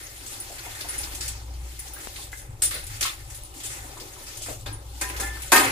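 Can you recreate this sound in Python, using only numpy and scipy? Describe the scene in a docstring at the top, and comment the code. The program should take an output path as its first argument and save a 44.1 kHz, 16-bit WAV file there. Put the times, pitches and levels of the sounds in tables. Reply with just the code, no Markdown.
"""Washing up in a hard-walled kitchen

Water swishes and splashes over steel dishes: bands of noise with ringing droplets, plus fading bursts.
A thin metal ring jingles, vessels are knocked and one is dropped hard at the end: volleys of clicks ring
their modes, and a rubbed vessel sings in rising sines. Low outdoor rumble, noise and a wavering tone,
swells in the room's standing waves; a finger taps once near the left microphone, a short filtered push."""
import sys
import numpy as np
from scipy import signal
from scipy.fft import rfft, irfft, next_fast_len
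from scipy.io import wavfile
from scipy.ndimage import uniform_filter1d

SR = 44100
rng = np.random.default_rng(int(sys.argv[2]) if len(sys.argv) > 2 else 0)


def bounce(signal):
    """Save signal as a 16-bit WAV file at the path given by the first command-line argument."""
    frames = np.transpose(np.atleast_2d(signal))
    limited = np.clip(frames, -1, 1)
    pcm = np.round(limited * 32767).astype(np.int16)
    wavfile.write(sys.argv[1], SR, pcm)


def field_ratio(decibels):
    """Amplitude ratio for a level in dB (20 dB per decade); scalars and array-likes work."""
    return 10 ** (np.asarray(decibels, dtype=float) / 20)


N = 251807
HOP = 32   # samples between envelope values
LEFT_LAG = 12   # samples by which the left port hears later

# running swish before its trim: t/s, treble level/dB, middle level/dB, low middle level/dB
SWISH_CURVE = [(0.0, -46, -52.5, -56), (0.41, -44, -53.5, -52.5), (0.81, -43, -48, -52.5),
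               (1.14, -39, -49, -48), (1.37, -60, -66, -53), (1.72, -49.5, -59.5, -59),
               (2.0, -45, -51.5, -52), (2.24, -41.5, -58.5, -55.5), (2.42, -66, -57.5, -57.5),
               (2.67, -49.5, -68, -54.5), (2.8, -48, -54, -54.5), (2.96, -44, -50, -57),
               (3.15, -49, -55, -55.5), (3.37, -50.5, -62, -57), (3.59, -53.5, -68, -53.5),
               (3.74, -49, -53.5, -50), (4.12, -48.5, -58.5, -54), (4.53, -44, -59, -56.5),
               (4.74, -62.5, -77, -55), (5.04, -42, -54, -56.5), (5.18, -48.5, -43.5, -46.5),
               (5.37, -45.5, -52, -52.5), (5.57, -40, -49, -55), (5.68, -38, -32.5, -37),
               (5.71, -40, -36, -52)]


def rms_one(x):
    """Scale to rms 1."""
    return x / np.sqrt(np.mean(x ** 2) + 1e-20)


def in_time(rows, hop=1):
    """Columns of a curve at every hop-th sample."""
    s, *columns = np.transpose(rows)
    t = np.arange(0, N, hop) / SR
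    return [np.interp(t, s, column) for column in columns]


def at_hz(points, hz):
    """Value of a spectrum table at hz, interpolated over log frequency."""
    points = np.array(points, float)
    return np.interp(np.log(hz), np.log(np.maximum(points[:, 0], 1)), points[:, 1])


def drift(rate, count):
    """Slow chance of rms 1 at the envelope rate: noise through a low-pass with its corner near rate Hz."""
    r = np.exp(-2 * np.pi * HOP * rate / SR)
    settle = 2000
    noise = rng.standard_normal(count + settle)
    return rms_one(signal.lfilter([1], [1, -2 * r, r * r], noise)[settle:])


def above(x, hz):
    """Steep high-pass."""
    return signal.sosfilt(signal.butter(6, hz, "high", fs=SR, output="sos"), x)


def ring(clicks, hz, t60):
    """A resonator: a unit click sets a decaying sine of starting height 1 ringing."""
    r, w = field_ratio(-60 / (t60 * SR)), 2 * np.pi * hz / SR
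    return signal.lfilter([0, np.sin(w)], [1, -2 * r * np.cos(w), r * r], clicks + 1e-18)


def rattle(s, decay_s):
    """A blow far off arrives as a short uneven volley of clicks, of energy 1."""
    out, at = np.zeros(N), round(s * SR)
    age = np.arange(SR // 2) / SR
    volley = rng.standard_normal(len(age)) * np.exp(-age / decay_s)
    out[at:at + len(age)] = (volley / np.sqrt(np.sum(volley ** 2)))[:N - at]
    return out


def struck_mode(s, decay_s, hz, t60):
    """One mode of a body rung by a blow, scaled to peak 1."""
    rung = ring(rattle(s, decay_s), hz, t60)
    return rung / np.abs(rung).max()


def struck_body(blow, modes):
    """One blow rings all the modes of a body."""
    s, blow_db, decay_s = blow
    return sum(field_ratio(blow_db + mode_db) * struck_mode(s, decay_s, hz, t60) for hz, mode_db, t60 in modes)


def two_ports(shared, own, hz):
    """The shared part reaches the left port later; the rest differs between the ports."""
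    # how alike the ports sound: f/Hz, share of power in common [0..1]
    likeness = [(60, 0.65), (250, 1), (600, 0.78), (1500, 0.14), (5000, 0.13), (14000, 0.05)]
    # tilt of the stereo image: f/Hz, left minus right level/dB
    balance = [(60, 2.0), (150, 1), (380, 3.5), (950, 2.5), (2380, 0), (5980, 3), (15000, 2)]
    alike = np.clip(at_hz(likeness, hz), 0, 1)
    common = np.array([np.roll(shared, LEFT_LAG), shared])
    pair = np.sqrt(alike) * common + np.sqrt(1 - alike) * own
    return pair * field_ratio(at_hz(balance, hz) / 2 * np.array([[1], [-1]]))


def share(spectrum, edges):
    """Share of a spectrum's power that falls in each band."""
    power = field_ratio(2 * at_hz(spectrum, np.sqrt(edges[1:] * edges[:-1]))) * np.diff(edges)
    return power / power.sum()


def small_splashes():
    """Small splashes come by chance, louder where the swish is louder; rows as in splashes()."""
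    count, over_swish_db, spread_db = 40, 5.5, 10
    treble_db = in_time(SWISH_CURVE)[0]
    rows = []
    for when, size, body, pitch in rng.random((count, 4)):
        level_db = treble_db[int(when * N)] + over_swish_db + spread_db * (2 * size - 1)
        middle_db = -21 + 20 * (body - 0.5)
        rows.append((when * N / SR, level_db, middle_db, -28, 3000 * 3 ** pitch, 0.22))
    return rows


def water_power(edges, swish_db, burst_db, colour_db, bump_db, rise_s):
    """Power per band: the running swish plus bursts that start sharply and die away."""
    # spectra of the three parts of the water: f/Hz, power density/dB per Hz
    treble = [(1470, -30), (2500, -6.5), (3660, -5), (6150, -5.5), (7510, -3.5), (8740, -10.5), (9370, -2),
              (10300, -10), (15500, -9.5)]
    middle = [(560, -63), (950, -18), (1100, 8.5), (1330, -14.5), (1620, 6.5), (2600, -2.5), (3380, -20),
              (5720, -120)]
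    low_middle = [(120, -55), (200, -21), (264, 2.5), (350, -1.5), (403, -0.5), (510, -5), (620, 1),
                  (1000, -3.5), (1300, -7.5), (2200, -120)]
    centres = np.sqrt(edges[1:] * edges[:-1])
    shares = np.array([share(spectrum, edges) for spectrum in (treble, middle, low_middle)])
    power = shares.T @ field_ratio(2 * (swish_db + np.array(in_time(SWISH_CURVE, HOP))))
    t = np.arange(0, N, HOP) / SR
    for s, level_db, middle_db, low_db, bright_hz, t60 in splashes() + clatter() + small_splashes():
        age = np.maximum(t - s, 0)
        shape = (1 - np.exp(-age / rise_s)) * field_ratio(-120 * age / max(t60, 0.03))
        # each burst has a favourite pitch in its treble
        bump = field_ratio(2 * bump_db * np.exp(-np.log2(centres / bright_hz) ** 2 / 0.31))
        # noise carries its power well below its peaks
        trims_db = np.array([burst_db, middle_db + colour_db, low_db + colour_db])
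        levels = field_ratio(2 * (level_db + trims_db))
        flat = np.ones_like(bump)
        power = power + np.outer(levels @ (shares * [bump, flat, flat]), shape)
    return power


def washing(flicker_db, together_db, drop_db, drops_per_s, cycles_at_1khz):
    """Third-octave bands of smooth spray, each with ringing droplets in it, shaped by the water's power."""
    # large droplets are fainter in the spray: f/Hz, level/dB
    low_drops = [(300, -3.5), (1200, 0)]
    edges = 170 * 2 ** np.arange(0, 6.7, 1 / 3)
    power = water_power(edges, swish_db=2.0, burst_db=-13, colour_db=-9.0, bump_db=6, rise_s=0.00046)
    white = rng.standard_normal((2, 3, N))   # neighbouring bands use different noise
    sizes = field_ratio(5.96 * np.minimum(rng.exponential(1, N), 4)) * (rng.random(N) < drops_per_s / SR)
    dealt = rng.integers(0, 2 * len(power), N)   # two droplet pitches a band
    out, together = 0, drift(11.8, count=power.shape[1])
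    for k, (low, high) in enumerate(zip(edges, edges[1:])):
        hz = np.sqrt(low * high)
        band_pass = signal.butter(2, [low, high], "band", fs=SR, output="sos")
        band = signal.sosfilt(band_pass, white[k % 2]) * np.sqrt(SR / 2 / (high - low))
        drops = 0
        for j, pitch in enumerate(rng.uniform(low, high, size=2)):
            drops = drops + ring(sizes * (dealt == 2 * k + j), pitch, cycles_at_1khz / np.sqrt(pitch * 1000))
        spray = band[0] + field_ratio(drop_db + at_hz(low_drops, hz)) * rms_one(drops)
        flicker = field_ratio(together_db * together + flicker_db * drift(11.7, count=len(together)))
        gain = np.sqrt(power[k]) * flicker
        gain = np.interp(np.arange(N) / HOP, np.arange(len(gain)), gain)
        out = out + gain * two_ports(spray, band[1:], hz)
    return out


def basin(x, echo_db, t60):
    """Close reflections around the sink comb the spectrum finely and leave its broad shape alone."""
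    size = next_fast_len(N + SR)
    age = np.arange(SR // 2) / SR
    echoes = rms_one(rng.standard_normal(len(age)) * field_ratio(-60 * age / t60))
    echoes *= field_ratio(echo_db) / np.sqrt(len(age))
    echoes[0] = 1   # the direct sound
    comb = rfft(echoes, size)
    comb /= np.sqrt(uniform_filter1d(np.abs(comb) ** 2, size=2000))
    return irfft(rfft(x, size) * comb, size)[:, :N]


def rumble():
    """Broad low noise, a wavering tone on the lowest standing wave, noise ringing in the upper ones."""
    # swells: t/s, broad noise level/dB, lowest standing wave level/dB, upper standing waves level/dB
    swells = [(0.0, -52.5, -59, -55.5), (0.71, -50, -50, -51), (0.92, -47.5, -53.5, -50.5),
              (1.0, -44.5, -43, -50.5), (1.64, -46, -34, -46.5), (1.76, -46, -44.5, -67),
              (1.89, -49, -43, -52.5), (2.04, -48.5, -57, -51.5), (2.3, -46.5, -46, -54.5),
              (2.5, -48, -53, -41), (2.62, -43.5, -45, -51), (2.99, -42.5, -53, -44),
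              (3.12, -47.5, -49, -60), (3.26, -46, -46.5, -43.5), (3.54, -47.5, -53.5, -62),
              (3.75, -48.5, -47, -45.5), (4.15, -48.5, -56, -64.5), (4.5, -43.5, -50.5, -46),
              (4.71, -41, -49, -40), (4.82, -49, -42.5, -48), (5.33, -47, -34.5, -50.5),
              (5.45, -46, -44, -44.5), (5.71, -53, -50, -34.5)]
    # spectrum of the broad noise: f/Hz, power density/dB per Hz
    colour = [(12, -33), (20, 2.5), (43, 3), (97, -3), (131, -7.5), (210, -34.5), (270, -39), (460, -120)]
    # upper standing waves: f/Hz, nominal width/Hz, level/dB
    upper_waves = [(105.5, 1.93, -1), (123.8, 6.2, -7.5), (86.7, 6.1, -11)]
    # the low hum sits higher when strong: level/dB, f/Hz
    hum_pitch = [(-50, 55.5), (-43, 59.8)]
    broad_db, lowest_db, upper_db = in_time(swells)
    hz = np.maximum(np.arange(N // 2 + 1) * SR / N, 1)
    noise = irfft(rfft(rng.standard_normal((2, N))) * field_ratio(at_hz(colour, hz)), N)
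    broad = field_ratio(broad_db) * rms_one(noise[0] + 0.21 * noise * [[1], [-1]])
    lowest_hz = np.interp(lowest_db, *np.transpose(hum_pitch))
    lowest = np.sqrt(2) * field_ratio(lowest_db) * np.sin(2 * np.pi * np.cumsum(lowest_hz) / SR)
    upper = sum(field_ratio(db) * rms_one(ring(rng.standard_normal(N), f, 2.54 / width))
                for f, width, db in upper_waves)
    return (broad + lowest + field_ratio(upper_db) * upper) * field_ratio([[0.8], [-0.8]])


def jingles():
    """Each touch rings the three high modes of a thin metal ring."""
    # touches: t/s, peak level of the first mode/dB, top mode re first/dB
    touches = [(0.0297, -34, -12), (0.4, -25, 2), (0.886, -23, -1), (0.98, -20.5, -19), (1.7904, -28, 8),
               (1.9346, -31, 14), (2.6335, -12, 3), (2.7417, -24, 9), (2.836, -32, -12), (3.4335, -31, -2),
               (4.726, -30, -15), (5.085, -29, -12)]
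    # modes of the ring: f/Hz, t60/s
    ring_modes = [(9685, 0.07), (10810, 0.07), (15500, 0.1)]
    out = np.zeros(N)
    for s, peak_db, top_db in touches:
        for (hz, t60), mode_db in zip(ring_modes, (0, -16, top_db)):
            out += field_ratio(peak_db + mode_db) * struck_mode(s, 0.012, hz, t60)
    return out


def splashes():
    """Loud splashes of water: noisy bursts, each as bright as its favoured pitch and with its own decay."""
    # bursts before the trims of water_power: t/s, level/dB, middle re level/dB, favoured f/Hz, t60/s
    loud_splashes = [(0.262, -28.5, -28, 8590, 0.66), (0.5826, -31.5, -2, 3880, 0.36),
                     (0.6494, -35, 1, 8450, 0.51), (0.7506, -27.5, -8, 8330, 0.48),
                     (0.808, -23, -20, 4130, 0.22), (0.887, -27.5, -8.5, 5450, 0.95),
                     (0.941, -31.5, 2, 8110, 0.31), (1.0332, -21.5, -11.5, 3870, 0.22),
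                     (1.148, -18.5, -21, 7300, 0.16), (1.207, -21, -10, 5040, 0.73),
                     (1.279, -17.5, -33, 6960, 0.15), (1.79, -28.5, -12, 8000, 0.32),
                     (2.0089, -32.5, -34, 8200, 0.35), (2.1594, -25.5, -9, 2800, 0.16),
                     (2.317, -29.5, -24, 9300, 0.66), (2.372, -28, -26, 8350, 0.21),
                     (2.62, -10.5, -16, 8060, 0.31), (2.71, -20.5, -6.5, 4080, 0.54),
                     (2.7494, -28, -2, 4030, 0.15), (2.8663, -24, -27, 9070, 0.16),
                     (2.8994, -30, -5, 7940, 0.54), (3.009, -12, -10, 7070, 0.2),
                     (3.0264, -10.5, -11, 4330, 0.17), (3.054, -15, -9, 3440, 0.31),
                     (3.3, -32, -9.5, 7600, 0.43), (3.3456, -28.5, -20, 9600, 0.25),
                     (3.5394, -32.5, -14, 7560, 1), (3.6017, -27, -12, 2720, 0.55),
                     (3.635, -23, -16.5, 8400, 0.8), (3.6999, -27, -6, 6660, 0.67),
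                     (3.9734, -32.5, -9, 8000, 0.22), (3.999, -25, -14, 4360, 0.25),
                     (4.265, -29.5, -10.5, 5900, 0.85), (4.37, -27.5, -32, 8600, 0.25),
                     (4.419, -24, -35, 7100, 0.52), (5.164, -24, -24, 4420, 0.48),
                     (5.419, -22.5, -18, 7880, 0.26)]
    low_db = -26   # low middle re level, before the trims
    return [(s, db, middle_db, low_db, hz, t60) for s, db, middle_db, hz, t60 in loud_splashes]


def dull_knocks():
    """A dull knock rings a heavily damped pair of pitches, above and below its own."""
    # knocks: t/s, peak level of each pitch/dB, middle f/Hz
    knocks = [(0.499, -40.5, 670), (0.659, -37.5, 800), (0.844, -40, 805), (1.069, -46, 1040),
              (1.964, -40.5, 1490), (2.184, -43, 877), (2.329, -31, 1826), (2.74, -40, 560),
              (3.05, -29, 1184), (3.968, -40, 1110), (4.01, -40.5, 407), (4.163, -42, 1102),
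              (4.484, -33.5, 556), (5.367, -40, 1404)]
    pair_ratio, volley_cycles, t60 = 1.109, 13.6, 0.022
    out = np.zeros(N)
    for s, peak_db, hz in knocks:
        for pitch in (hz / pair_ratio, hz * pair_ratio):
            out += field_ratio(peak_db) * struck_mode(s, volley_cycles / hz, pitch, t60)
    return out


def tap():
    """A steep push that relaxes; the housing passes no deep bass."""
    tap_s, push_db, decay_s = 2.0722, -12.5, 0.00029
    age = np.maximum(np.arange(N) / SR - tap_s, 0)
    push = (age > 0) * np.exp(-age / decay_s)
    push = signal.lfilter(*signal.butter(1, [220, 5000], "band", fs=SR), push)
    return field_ratio(push_db) * push * field_ratio([[0], [-20.0]])


def cutlery():
    """A small piece of cutlery is struck once and rings its high modes briefly."""
    # modes: f/Hz, level/dB, t60/s
    spoon_modes = [(7570, -4, 0.026), (8210, 3.5, 0.038), (8900, 2, .03)]
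    # the blow: t/s, level/dB, volley decay/s
    spoon_blow = (2.621, -18.5, 0.0036)
    return struck_body(spoon_blow, spoon_modes)


def clatter():
    """Noisy clatter of vessels set down or dropped; rows as in splashes()."""
    # bursts before the trims of water_power: t/s, level/dB, low middle re level/dB, favoured f/Hz, t60/s
    clatter_bursts = [(4.4602, -24, -9, 8200, 0.28), (4.484, -33, 0, 3160, 0.21),
                      (4.66, -25.5, -2, 4340, 0.38), (5.012, -15, -10.5, 7500, 0.24),
                      (5.098, -22.5, -7, 2500, 0.14), (5.199, -19.5, -9, 8500, 0.36),
                      (5.5189, -3.5, -12.5, 10000, 0.34), (5.5594, -7.5, -12.5, 2470, 0.57),
                      (5.597, -15.5, -2, 2780, 0.38)]
    middle_db = -5.5   # re level, before the trims
    return [(s, db, middle_db, low_db, hz, t60) for s, db, low_db, hz, t60 in clatter_bursts]


def steel_pan():
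    """Each blow on the pan favours the modes near one pitch, with some chance per mode."""
    # modes of a steel pan: f/Hz, level/dB, t60/s
    pan_modes = [(312, 6, 0.1), (439.6, -2, 0.3), (773, -2, 0.16), (1003, 2, 0.33), (1626, 5, 0.33),
                 (1823, 0, 0.12), (2449, 3, 0.17), (3100, -14, .1), (3763, -12, 0.15), (4170, -7, 0.18),
                 (4400, -8, 0.12), (4970, -6, 0.07)]
    # blows: t/s, level/dB, favoured f/Hz, volley decay/s
    pan_blows = [(4.657, -49.5, 1480, 0.011), (5.017, -38, 2410, 0.018), (5.192, -38.5, 310, 0.019)]
    loss_db_per_octave, spread_db = 3.0, 1.5
    out = np.zeros(N)
    for s, blow_db, favoured_hz, decay_s in pan_blows:
        for hz, mode_db, t60 in pan_modes:
            octaves_off = abs(np.log2(hz / favoured_hz))
            place_db = spread_db * rng.standard_normal() - loss_db_per_octave * octaves_off
            out += field_ratio(blow_db + mode_db + place_db) * struck_mode(s, decay_s, hz, t60)
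    return out


def singing():
    """A rubbed vessel sings: each mode swells quickly, rises a little in pitch and fades."""
    # modes: start t/s, end t/s, start f/Hz, end f/Hz, level before the swell/dB
    sung_modes = [(5.209, 5.297, 790, 792, -34.5), (5.215, 5.32, 1390, 1400, -37),
                  (5.216, 5.415, 1730, 1790, -35), (5.25, 5.36, 2080, 2150, -38.5)]
    t, out = np.arange(N) / SR, 0
    for start, end, start_hz, end_hz, level_db in sung_modes:
        swell = np.interp(t, [start, start + 0.019, end - 0.03, end + 0.032], [0, 0.9, 0.3, 0])
        hz = np.interp(t, [start, end], [start_hz, end_hz])
        out = out + field_ratio(level_db) * swell * np.sin(2 * np.pi * np.cumsum(hz) / SR)
    return out


def dropped_pot():
    """The big pot is dropped hard and rings all its modes."""
    # modes: f/Hz, level/dB, t60/s
    pot_modes = [(271.3, 2.5, 0.45), (405, -4, 0.57), (760, 6.5, 0.15), (859, 6, 0.073), (914, 10.5, 0.072),
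                 (1030, 14.5, 0.02), (1249, 5, 0.3), (1580, 13, 0.047), (1840, 7.5, 0.31), (2150, -4, 0.61),
                 (2562, 6, 0.05), (3190, -18, 0.17), (3860, -14, 0.23), (4810, -2, 0.14)]
    # the drop: t/s, level/dB, volley decay/s
    pot_drop = (5.52, -26, 0.049)
    return struck_body(pot_drop, pot_modes)


def kitchen(x):
    """Diffuse echoes: decaying noise, another on each side; long waves reach both ports alike."""
    t60 = 0.25
    age = np.arange(SR) / SR
    tail = rng.standard_normal((2, SR)) * field_ratio(-60 * age / t60) * (age > 0.004)
    tail /= np.sqrt(np.sum(tail ** 2, axis=1, keepdims=True))
    mid, side = signal.fftconvolve(x[None], tail, axes=1)[:, :N]
    return (mid + above(side, hz=406) * [[1], [-1]]) / np.sqrt(2)


def scene():
    """All sources at the two microphone ports."""
    ring_side = jingles()
    vessels = above(dull_knocks() + cutlery() + steel_pan() + singing() + dropped_pot(), hz=214)
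    # the ring sounds from the washing side; the vessels stand equally far from both ports
    near = np.array([np.roll(ring_side, LEFT_LAG), ring_side]) + vessels
    near = near * field_ratio([[1.5], [-1.5]])
    water = washing(flicker_db=1.5, together_db=1.0, drop_db=-2.0, drops_per_s=1200, cycles_at_1khz=52)
    water = above(water, hz=231)   # the dishes radiate little deep sound
    water = basin(water, echo_db=-5.0, t60=0.025)
    echoes = field_ratio(-1.5) * kitchen(field_ratio(-5.5) * ring_side + vessels)
    return water + near + echoes + rumble() + tap()


def top_cut(x):
    """Nothing passes above the cut-off."""
    return signal.sosfilt(signal.butter(12, 16540, fs=SR, output="sos"), x)


def record(dry):
    """Peaks beyond full scale are clipped, then the top is cut steeply."""
    cut = signal.cheby2(16, 70, 15850, fs=SR, output="sos")
    mix = signal.sosfilt(cut, np.clip(dry, -1, 1))
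    return top_cut(mix)


dry = scene()
out = record(dry)
bounce(out)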